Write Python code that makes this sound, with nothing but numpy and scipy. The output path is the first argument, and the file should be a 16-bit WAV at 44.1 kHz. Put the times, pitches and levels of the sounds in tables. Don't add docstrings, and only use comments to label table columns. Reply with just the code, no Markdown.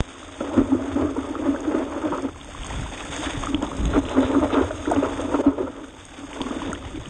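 import sys
import numpy as np
from scipy import signal
from scipy.fft import rfft, irfft
from scipy.io import wavfile
from scipy.ndimage import uniform_filter1d, minimum_filter1d

SR = 44100
rng = np.random.default_rng(int(sys.argv[2]) if len(sys.argv) > 2 else 0)


def digitize_waveform(pressure):
    field = np.atleast_2d(pressure).T
    bounded = np.clip(field, -1, 1)
    quanta = np.round(bounded * 32767).astype(np.int16)
    wavfile.write(sys.argv[1], SR, quanta)


def boost(x):
    u = np.asarray(x, float) / 20
    return 10 ** u


N = 312669

# time_s, level_db, gust_edge_db
WIND_LEVELS = [(0.1, -50, -8), (0.6, -42, -22.5), (1.05, -42, -35), (1.23, -44, -25), (2.53, -41, -8.5),
               (2.82, -29, -7), (2.94, -42.5, -7), (3.58, -34, -7.5), (3.78, -36.5, -1.5),
               (3.82, -21.5, -4.5), (4.17, -39, -14), (4.7, -36, -32.5), (4.83, -41, -24), (4.9, -34, -15),
               (5.92, -49, -6.5), (6.89, -36.5, -10), (7.03, -36, -13), (7.09, -44, 6)]
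# start_s, peak_db, pitch_hz
SHOVES = [(0.59, -20, 35), (0.753, -21, 88), (0.793, -24, 88), (1.025, -18, 85), (2.13, -19.5, 177),
          (2.584, -20, 38.6), (2.697, -20, 56), (2.747, -16, 80.6), (2.794, -14, 102), (2.815, -14.5, 64),
          (2.878, -23, 37.3), (3.05, -30, 55), (3.14, -28, 40), (3.1, -21, 140), (3.258, -21, 66),
          (3.374, -15.5, 116), (3.389, -19, 35.2), (3.45, -31, 35.3), (3.539, -20, 71), (3.798, -12, 62.6),
          (3.815, -15, 62), (3.832, -15, 55), (3.845, -20, 130), (3.868, -17, 57), (3.94, -14, 40.2),
          (4.048, -21, 79), (4.246, -12, 83), (4.348, -20, 91), (4.407, -22, 94), (4.664, -27, 87),
          (5.16, -22, 86), (5.474, -16.5, 82), (6.695, -16, 184), (6.6, -21, 200), (6.996, -22, 113)]
# time_s, level_db
SPRAY_LEVEL = [(0.03, -55), (0.18, -52), (1.12, -54), (2.23, -53.5), (2.29, -57.5), (2.65, -48), (3.1, -46),
               (3.16, -39.5), (3.34, -45.5), (3.49, -46.5), (3.58, -58), (3.64, -50), (5.42, -49.5),
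               (5.466, -60.5), (6.13, -54.5), (6.44, -49.5), (6.82, -55.5), (7.09, -52.5)]
# centre_s, over_steady_froth_db, length_s
FROTH_BURSTS = [(0.75, -3.5, 0.07), (2.408, 2, 0.0097), (2.633, 0.5, 0.014), (2.728, 3.5, 0.019),
                (2.85, 1, 0.13), (3.016, 4, 0.018), (3.135, 4, 0.019), (3.158, 0.5, 0.0091),
                (3.21, -2, 0.021), (3.242, -1, 0.0074), (3.26, 6.5, 0.018), (3.3, 3, 0.022),
                (3.347, 3, 0.019), (3.403, -3.5, 0.019), (3.438, 2, .01), (3.59, 2.5, 0.037),
                (4.037, -4, 0.037), (4.103, 4.5, 0.049), (4.237, 5.5, 0.045), (4.542, 7, 0.023),
                (6.014, -1, 0.035), (6.18, 1.5, 0.013), (6.653, 5, 0.11), (6.864, 6.5, 0.03)]
# pitch_hz, level_db (per Hz)
FROTH_SLOPE = [(210, -30), (350, -14), (493, -5), (771, -3.5), (2630, -9), (3400, -11.5), (4420, -24),
               (7480, -120)]
# start_s, peak_db, final_pitch_hz
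DROPLETS = [(2.413, -25.5, 3840), (2.634, -20.5, 3500), (2.702, -25, 2100), (2.9774, -23, 2580),
            (3.006, -23, 2710), (3.133, -26, 3520), (3.163, -23, 1930), (3.262, -19, 3530),
            (3.27, -20, 1860), (3.335, -36, 3550), (3.356, -24, 2020), (3.436, -21, 3640),
            (3.546, -10, 3520), (3.625, -22, 3560), (3.6662, -24, 3900), (3.855, -22, 3240),
            (3.855, -21, 3950), (4.053, -22, 3480), (4.095, -25, 3680), (4.087, -21, 3170),
            (3.576, -31, 3500), (4.861, -24, 1990), (4.962, -21, 3070), (5.035, -23, 2960),
            (6.331, -24, 2400), (6.416, -12.5, 3780), (6.418, -20.5, 4850), (6.331, -25, 3260),
            (6.718, -24, 1940), (6.751, -24, 3460), (6.757, -27, 1900), (6.971, -30, 2340),
            (7.058, -23, 3330)]
# start_s, peak_db
SPRAY_TICKS = [(1.267, -39), (1.605, -37), (2.176, -37), (2.222, -31.5), (2.4448, -37), (2.6454, -33.5),
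               (2.666, -25.5), (3.1403, -30), (3.164, -27), (3.1847, -28), (3.434, -34), (3.458, -30),
               (3.624, -27.5), (3.7683, -30.5), (3.8546, -30), (4.094, -28.5), (3.5455, -36), (4.9002, -36),
               (4.915, -27), (4.9472, -36), (5.214, -29), (6.052, -35), (6.415, -30.5), (6.7301, -29)]
# time_s, level_db
HULL_FLOW = [(0.03, -47.5), (0.39, -46), (0.41, -33.5), (1.22, -35.5), (2.27, -35), (2.34, -50),
             (2.61, -47.5), (2.74, -42.5), (3.15, -42), (4.3, -32.5), (4.83, -39), (4.87, -35.5),
             (5.42, -31), (5.55, -45.5), (5.8, -41), (6.14, -60), (6.4, -37), (6.85, -45)]
# crest_s, drumming_db, rushing_over_drumming_db, length_s
WAVELETS = [(0.59, -13, -9, 0.028), (0.735, -22.5, -10, .05), (1.02, -24.5, -3.5, 0.12),
            (1.473, -24.5, -4, 0.12), (1.76, -25.5, -1, 0.15), (1.973, -32.5, 4, 0.047),
            (2.059, -23.5, 0, 0.031), (2.256, -23.5, -5, 0.02), (3.26, -44, -4, 0.11),
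            (3.542, -28, -8, 0.096), (3.635, -24.5, -1.5, 0.025), (3.84, -33, -9, 0.045),
            (3.962, -24.5, 5.5, 0.031), (4.117, -32, 3.5, 0.062), (4.186, -21.5, 1.5, 0.041),
            (4.316, -29.5, 4.5, 0.096), (4.375, -19, -18, 0.05), (4.446, -21.5, 2, 0.02),
            (4.579, -29.5, 8.5, 0.085), (4.971, -24.5, -2, 0.057), (5.06, -28.5, 7.5, 0.032),
            (5.4, -23.5, 0.5, 0.026), (5.475, -22.5, -1, 0.02), (5.587, -26.5, 0, 0.014),
            (5.63, -29.5, -3, 0.083), (6.226, -36, -6.5, 0.068), (6.395, -38, 2, 0.05),
            (6.527, -34.5, 0.5, 0.19), (6.693, -31.5, -3, 0.1), (6.977, -33, -24, 0.022)]
# start_s, peak_db, pitch_hz
HULL_GULPS = [(0.23, -19, 1250), (0.29, -19, 1200), (0.411, -25, 1110), (1.021, -11.5, 630),
              (1.16, -19, 890), (0.595, -15, 1410), (0.72, -9.5, 825), (1.19, -21, 1340),
              (1.244, -15, 1130), (1.354, -7, 1240), (1.562, -11, 1520), (2.145, -8.5, 1250),
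              (2.184, -11, 1250), (2.288, -17, 1290), (2.49, -20.5, 585), (2.549, -15, 1090),
              (2.609, -31, 810), (2.645, -19, 1050), (2.662, -25, 1150), (2.831, -17, 1390),
              (2.862, -17, 915), (2.922, -20, 820), (3.009, -17, 1210), (3.039, -18, 1720),
              (3.435, -9, 1140), (3.471, -5.5, 1250), (3.716, -11.5, 1065), (3.937, -7.5, 1360),
              (3.965, -14, 1000), (3.854, -28, 1210), (4.151, -11, 1140), (4.223, -17, 905),
              (4.351, -6, 1250), (4.415, -16, 905), (4.43, -2, 607), (4.458, -4.5, 595), (4.527, -16, 856),
              (4.612, -13, 525), (4.709, -12.5, 1420), (4.856, -10, 1400), (4.918, -14, 1070),
              (5.024, -32, 1330), (5.19, -16, 1000), (5.314, -15, 890), (5.389, -9, 840), (5.582, -13, 920),
              (6.135, -31, 647), (6.234, -20, 610), (6.314, -18, 870), (6.405, -11.5, 940),
              (6.51, -16, 1190), (6.619, -9.5, 970), (6.731, -6.5, 1350), (6.826, -22, 1200),
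              (6.846, -21, 774), (7.016, -25, 1030),
              (0.582, -3, 259), (0.605, -12, 610), (0.75, 0.5, 320), (0.975, -8, 288),
                   (1.05, -0.5, 285), (2.058, -6, 285), (3.26, -12, 1710), (3.541, -10, 288),
                   (3.962, -11, 474), (4.186, -10, 610), (4.223, -6, 520), (4.36, -8.5, 1260),
                   (4.367, -11.5, 433), (4.389, -10, 280), (4.415, -8, 600), (4.574, -12.5, 1070),
                   (4.583, -9, 826), (4.872, -9, 397), (4.9, -2.5, 310), (4.903, -13, 1470),
                   (4.919, 1.5, 660), (4.938, -10, 1430), (5.036, -7, 277), (5.046, -10, 1310),
                   (5.347, -10, 650), (5.391, -8, 406), (6.47, -23, 420)]
# start_s, peak_db, pitch_hz, length_s
SKIN_SLAPS = [(0.406, -14, 560, 0.0073), (0.536, -16, 544, 0.068), (0.988, -17, 457, 0.033),
              (1.022, -19, 606, 0.031), (1.161, -15, 458, 0.019), (1.543, -16, 530, 0.008),
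              (1.922, -20, 1110, 0.0085), (2.12, -12.5, 503, 0.024), (2.178, -17, 393, 0.0027),
              (2.705, -21.5, 860, 0.012), (3.121, -21, 1100, 0.0089), (3.23, -18, 614, 0.0052),
              (3.261, -27, 1410, 0.064), (3.428, -16, 1010, 0.015), (3.93, -19, 616, 0.016),
              (4.167, -16, 550, 0.013), (4.19, -21, 566, 0.0043), (4.227, -7.5, 536, 0.012),
              (4.343, -14.5, 497, 0.029), (4.421, -9.5, 580, 0.017), (4.53, -22, 430, 0.0052),
              (4.541, -10.5, 452, 0.074), (4.706, -13.5, 620, 0.006), (4.869, -15, 456, 0.063),
              (4.913, -7.5, 652, 0.011), (4.95, -19, 564, 0.035), (5.024, -7.5, 596, 0.0099),
              (5.191, -15, 595, 0.022), (5.317, -14.5, 590, 0.021), (5.339, -8.5, 598, 0.0091),
              (5.436, -13, 620, 0.047), (5.462, -14.5, 417, 0.055), (5.587, -16.5, 510, 0.042),
              (5.671, -17.5, 595, 0.0096), (5.778, -28, 620, 0.014), (6.362, -21, 620, 0.011),
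              (6.407, -27, 897, 0.0053), (6.464, -21.5, 1170, 0.022), (6.694, -22.5, 950, 0.013)]
# start_s, peak_db, pitch_hz, t60_s
PANEL_BOOMS = [(0.41, -14, 280, 0.015), (0.573, -14.5, 253.5, 0.25), (0.708, -12, 272, 0.24),
               (0.815, -19, 284, 0.12), (0.873, -20, 277, 0.13), (0.961, -12.5, 270, 0.042),
               (1.028, -23, 304, 0.17), (1.179, -17, 278, 0.11), (1.303, -19, 309, 0.074),
               (1.439, -22, 274, 0.059), (1.485, -10, 287, 0.086), (1.676, -13, 315, 0.054),
               (1.746, -11, 360, 0.026), (1.772, -20, 298, 0.058), (1.963, -17.5, 314, 0.031),
               (2.038, -23, 279, 0.13), (2.055, -20, 293, 0.026), (2.113, -18, 337, 0.036),
               (2.23, -20, 304, 0.058), (2.253, -16, 277, 0.026), (3.19, -24, 307, 0.081),
               (3.267, -18, 294, 0.053), (3.345, -24.5, 292, 0.054), (3.482, -22, 296, 0.086),
               (3.538, -23, 291, 0.065), (3.629, -22, 289, 0.044), (3.972, -6.5, 280, 0.1),
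               (4.18, -8, 272, 0.23), (4.29, -16, 287, 0.08), (4.35, -12, 281.5, 0.14),
               (4.426, -11.5, 286, 0.069), (4.53, -12.5, 280, 0.051), (4.568, -8, 276, 0.13),
               (4.612, -9, 353, 0.02), (4.874, -13, 305, 0.045), (4.982, -10.5, 282, 0.063),
               (5.244, -18, 272, 0.081), (5.341, -10, 293, 0.084), (5.465, -1, 286, 0.087),
               (5.6, -17.5, 376, 0.1), (5.75, -30.5, 280, 0.17), (5.83, -30.5, 288, 0.087),
               (6.366, -31, 280, 0.044), (6.411, -15.5, 284, 0.016), (6.457, -20, 262, 0.055),
               (6.511, -14.5, 272, 0.034), (6.566, -18, 279, 0.043), (6.618, -22.5, 291, 0.13),
               (6.689, -22, 275, 0.036), (6.945, -24, 297, 0.064)]
# pitch_hz, width_hz, level_db
PANEL_MODES = [
    (88, 5.6, -8),
    (272, 28.1, 7),
    (326.5, 76, -1.5),
]
# pitch_hz, width_hz, level_db
SKIN_MODES = [(388, 61, 5.5), (480, 87, 4), (574, 26, 1.5), (638, 24, 0), (867, 110, -2), (1000, 227, -1.5),
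              (1250, 100, -0.5), (1417, 130, -8.5)]
# pitch_hz, width_hz, level_db
CAVITY_MODES = [
    (3520, 330, 5.5),
    (5070, 530, -16.5),
    (6486, 260, -1),
    (7660, 3480, -11.5),
    (8650, 280, -4.5),
]
# time_s, null_hz
NULL_PATH = [(0, 4150), (1.0, 4020), (2.1, 4000), (3.0, 4090), (3.6, 4100), (3.95, 4480), (4.45, 4300),
             (4.68, 4200), (5.4, 4060), (6.2, 4110), (7.09, 4120)]
# low_hz, high_hz, threshold_over_region_mean_db
EMPTIED_BANDS = [
    (3000, 4600, -16.5),
    (8200, 9900, -10),
    (10300, 14500, 1.5),
]
# time_s, low_hz, high_hz
HISS_EDGES = [(0.6, 12200, 12700), (1.2, 11300, 13600), (2.3, 11000, 14100), (3.2, 11900, 14200),
              (3.5, 11400, 14000), (3.6, 11100, 12900), (4.5, 11600, 12700), (4.8, 11100, 13200),
              (5.4, 11500, 13000), (5.55, 12000, 12100), (5.9, 11500, 13800), (6.6, 11800, 13400),
              (6.8, 11100, 12900)]


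def rms_one(x):
    return x / np.sqrt(np.mean(x ** 2) + 1e-20)


def in_time(rows):
    s, *columns = np.transpose(rows)
    return [np.interp(np.arange(N) / SR, s, column) for column in columns]


def drift(rate_hz):
    r = np.exp(-40 * np.pi * rate_hz / SR)
    slow = signal.lfilter([1], [1, -2 * r, r * r], rng.standard_normal(N // 20 + 2002))[2000:]
    return np.interp(np.arange(N) / 20, np.arange(len(slow)), rms_one(slow))


def resonance(x, hz, width_hz):
    r = np.exp(-np.pi * width_hz / SR)
    poles = [1, -2 * r * np.cos(2 * np.pi * hz / SR), r * r]
    return signal.lfilter([(1 - r * r) / 2, 0, (r * r - 1) / 2], poles, x + 1e-18)


def body(x, modes):
    return sum((-1) ** k * boost(db) * resonance(x, hz, width) for k, (hz, width, db) in enumerate(modes))


def sos_filter(x, order, hz, kind="low"):
    return signal.sosfilt(signal.butter(order, hz, kind, fs=SR, output="sos"), x)


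def grains(per_s, spread_db):
    sizes = boost(spread_db * np.minimum(rng.exponential(1, N), 5)) * rng.choice([-1, 1], N)
    return rms_one(sizes * (rng.random(N) < per_s / SR))


def evened(x, window_s):
    power = uniform_filter1d(x ** 2, size=int(window_s * SR)) / np.mean(x ** 2)
    return rms_one(x / (power + 0.05) ** 0.4)


def add(out, s, sound):
    at = max(round(s * SR), 0)
    out[at:at + len(sound)] += sound[:N - at]


def swell(t, rise_s, fall_s):
    shape = (1 - np.exp(-t / rise_s)) ** 2 * np.exp(-t / fall_s)
    return shape / shape.max()


def air(size=1024):
    hz, t, frames = signal.stft(rng.standard_normal(N), SR, nperseg=size)
    at = np.minimum((t * SR).astype(int), N - 1)
    low, high = [edge[at] + 300 * drift(20.0)[at] for edge in in_time(HISS_EDGES)]
    inside = (hz[:, None] > low) & (hz[:, None] < high)
    started = t > 0.62
    return signal.istft(frames * inside * started, SR, nperseg=size)[1][:N] * np.sqrt(10)


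def hull_water():
    t = np.arange(0, N + 64, 64) / SR
    drum_db = np.interp(t, *np.transpose(HULL_FLOW))
    mean_db = drum_db.mean()
    rush_db = mean_db + 1.12 * (drum_db - mean_db) - 0.5
    for s, db, rush_over_db, length in WAVELETS:
        shape_db = db - 10 * np.abs(t - s) / max(length, 0.005)
        drum_db = np.maximum(drum_db, shape_db)
        rush_db = np.maximum(rush_db, shape_db + rush_over_db)
    return [np.interp(np.arange(N) / SR, t, level) for level in (drum_db, rush_db)]


def wind():
    level_db, edge_db = in_time(WIND_LEVELS)
    white = rng.standard_normal((3, N))
    buffet = evened(resonance(sos_filter(white[0], 2, 25, "high"), 34, 47.0), 0.16)
    bending = evened(resonance(white[2], 83.3, 20.0), 0.17)
    flexed = boost(0.44 * (hull_water()[0] - in_time(HULL_FLOW)[0] - 4.0))
    calm = np.clip(-edge_db / 36.0, 0, 1)
    low = sos_filter(buffet * (1 - 0.5 * calm) + 1.73 * calm * flexed * bending, 8, 115)
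    edge = evened(sos_filter(white[1], 2, [120, 240], "band"), 0.11)
    return boost(level_db + 0.5 * drift(14.0)) * (low + boost(edge_db - 1.0) * edge)


def thumps():
    out, t = np.zeros(N), np.arange(SR // 5) / SR
    for s, db, hz in SHOVES:
        swing = swell(t, 0.61 / hz, 0.8 / hz) * np.sin(2 * np.pi * hz * t)
        add(out, s - 0.004, boost(db - 8.0) * swing)
    return out


def pop(start_s=0.0052, level_db=-6.5):
    step = boost(level_db) * (np.arange(N) >= start_s * SR)
    return sos_filter(step, 2, 48, "high") + 1.1 * body(step, CAVITY_MODES)


def froth_level():
    (fizz_db,), (flow_db,) = in_time(SPRAY_LEVEL), in_time(HULL_FLOW)
    froth_db = -49.5 + 0.97 * (fizz_db - fizz_db.mean()) + 0.019 * (flow_db - flow_db.mean())
    t = np.arange(N) / SR
    for s, db, length in FROTH_BURSTS:
        near = slice(max(int((s - 0.5) * SR), 0), int((s + 0.5) * SR))
        froth_db[near] += db * np.exp(-((t[near] - s) / max(length, 0.004)) ** 2)
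    return froth_db


def spray():
    shared_db = 0.5 * drift(25.0) + 1.68 * drift(82.0)
    fizz = (rng.standard_normal(N) + 0.5 * grains(1200, 4.2)) * boost(shared_db + 0.9 * drift(40.0))
    froth = (rng.standard_normal(N) + 0.45 * grains(500, 4.0)) * boost(shared_db + 1.2 * drift(20.0))
    hz = np.maximum(np.arange(N // 2 + 1) * SR / N, 1)
    corner_hz, corner_db = np.transpose(FROTH_SLOPE)
    slope_db = np.interp(np.log(hz), np.log(corner_hz), corner_db)
    broad = rms_one(irfft(rfft(froth) * boost(slope_db), N))
    blips = sum(resonance(grains(42 / 6, 3.2), pitch, pitch / 13.0) for pitch in np.geomspace(800, 1500, num=6))
    lower = broad + 0.4 * rms_one(body(froth, CAVITY_MODES[:1])) + boost(-8) * rms_one(blips)
    upper = rms_one(body(fizz, CAVITY_MODES[1:]))
    return boost(in_time(SPRAY_LEVEL)[0]) * upper + boost(froth_level() + 4.5) * lower


def drops():
    out, ticks, t = np.zeros(N), np.zeros(N), np.arange(SR // 50) / SR
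    for s, db, hz in DROPLETS:
        cycles = hz * (t - 0.0003 * (1 - np.exp(-t / 0.001)))
        bubble = np.sin(2 * np.pi * cycles) * swell(t, 0.00025, 4.5 / hz)
        push = min(boost(db + 8.0), 1) * swell(t, 0.00027, 0.00058)
        add(out, s - 0.0005, boost(db - 5.0) * (bubble - push))
    for (s, db), crack in zip(SPRAY_TICKS, rng.standard_normal((len(SPRAY_TICKS), 160))):
        add(ticks, s, boost(db + 19.5) * crack * np.exp(-t[:160] / 0.00077))
    return out + body(ticks, CAVITY_MODES[1:])


def wash():
    drum_db, rush_db = hull_water()
    surge_db = 1.5 * drift(25.0)
    drum = evened(body(grains(1500, 3.44) * boost(surge_db), PANEL_MODES), 0.059)
    rush = np.zeros(N)
    for hz, width, db in SKIN_MODES:
        flicker_db = 3.5 * drift(14.0)
        rush += boost(db + surge_db + flicker_db) * rms_one(resonance(grains(600, 2.0), hz, width))
    return boost(drum_db + 1.5) * drum + boost(rush_db - 0.5) * evened(rush, 0.062)


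def gulps():
    out, t = np.zeros(N), np.arange(SR // 20) / SR
    for s, db, hz in HULL_GULPS:
        ring = np.sin(2 * np.pi * hz * (t + 2.0 * t * t))
        add(out, s - 0.001, boost(db - 13.0) * swell(t, 0.00065, 3.0 / hz) * ring)
    return out


def slaps():
    out, t = np.zeros(N), np.arange(SR // 10) / SR
    for (s, db, hz, length), noise in zip(SKIN_SLAPS, rng.standard_normal((len(SKIN_SLAPS), len(t)))):
        patter = noise * swell(t, 0.00061, max(length, 0.002))
        ring = body(patter, SKIN_MODES) + 3.57 * resonance(patter, hz, 0.095 * hz)
        add(out, s - 0.002, boost(db - 5.0) * ring / np.abs(ring).max())
    return out


def booms():
    out, t = np.zeros(N), np.arange(SR // 4) / SR
    phases = rng.uniform(0, 2 * np.pi, len(PANEL_BOOMS))
    for (s, db, hz, t60), phase in zip(PANEL_BOOMS, phases):
        ring = np.sin(2 * np.pi * hz * (t - 0.45 * t * t) + phase)
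        envelope = swell(t, 0.0056, max(t60, 0.015) / np.log(1000))
        add(out, s - 0.004, boost(db - 2.5) * envelope * ring)
    return out


def mount(x):
    x = sos_filter(x, 2, 2600)
    return x - resonance(x, 168, 78.0)


def port(x, width_hz=474.0, split_hz=60.0, size=256):
    null_hz = in_time(NULL_PATH)[0] + 60.0 * drift(11.0)
    out, state, r = np.empty(N), np.zeros(4), np.exp(-np.pi * width_hz / SR)
    for i in range(0, N, size):
        low, high = np.cos(2 * np.pi * (null_hz[i] + np.array([-split_hz, split_hz])) / SR)
        zeros = np.convolve([1, -2 * low, 1], [1, -2 * high, 1])
        poles = np.convolve([1, -2 * r * low, r * r], [1, -2 * r * high, r * r])
        out[i:i + size], state = signal.lfilter(zeros, poles, x[i:i + size], zi=state)
    return out


def scene():
    hull = mount(wash() + gulps() + slaps() + booms())
    return port(wind() + thumps() + pop() + spray() + drops() + hull)[None, :]


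def limiter(x, limit=0.55):
    needed = np.minimum(1, limit / (np.abs(x) + 1e-9))
    return x * uniform_filter1d(minimum_filter1d(needed, size=401), size=401)


def gain_clamp(x, start_s=5.417, depth_db=-10.0, recovery_s=0.02):
    since = np.arange(N) / SR - start_s
    return x * boost(depth_db * (since > 0) * np.exp(-np.maximum(since, 0) / recovery_s))


def dropouts(x, size=2048, count=4):
    hz, _, frames = signal.stft(x, SR, nperseg=size)
    bands = np.abs(frames[:-1].reshape(-1, count, frames.shape[1]) ** 2).mean(axis=1)
    power = np.repeat(bands, count, axis=0)
    for low, high, under_db in EMPTIED_BANDS:
        region = np.flatnonzero((hz >= low) & (hz < high))
        usual = minimum_filter1d(power[region].mean(axis=0), size=3)
        frames[region] *= power[region] > boost(2 * under_db) * usual
    return signal.istft(frames, SR, nperseg=size)[1][None, :N]


def band_limit(x):
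    return signal.sosfilt(signal.butter(12, 14250, fs=SR, output="sos"), x)


def record(dry):
    held = gain_clamp(limiter(dry))
    cut = signal.sosfilt(signal.cheby2(20, 80, 9937 + 150, fs=SR, output="sos"), held)
    hiss = boost(-85 + 0.6 * (in_time(SPRAY_LEVEL)[0] + 57.5)) * air()
    mix = dropouts(cut[0] + hiss)
    return band_limit(mix)


dry = scene()
out = record(dry)
digitize_waveform(out)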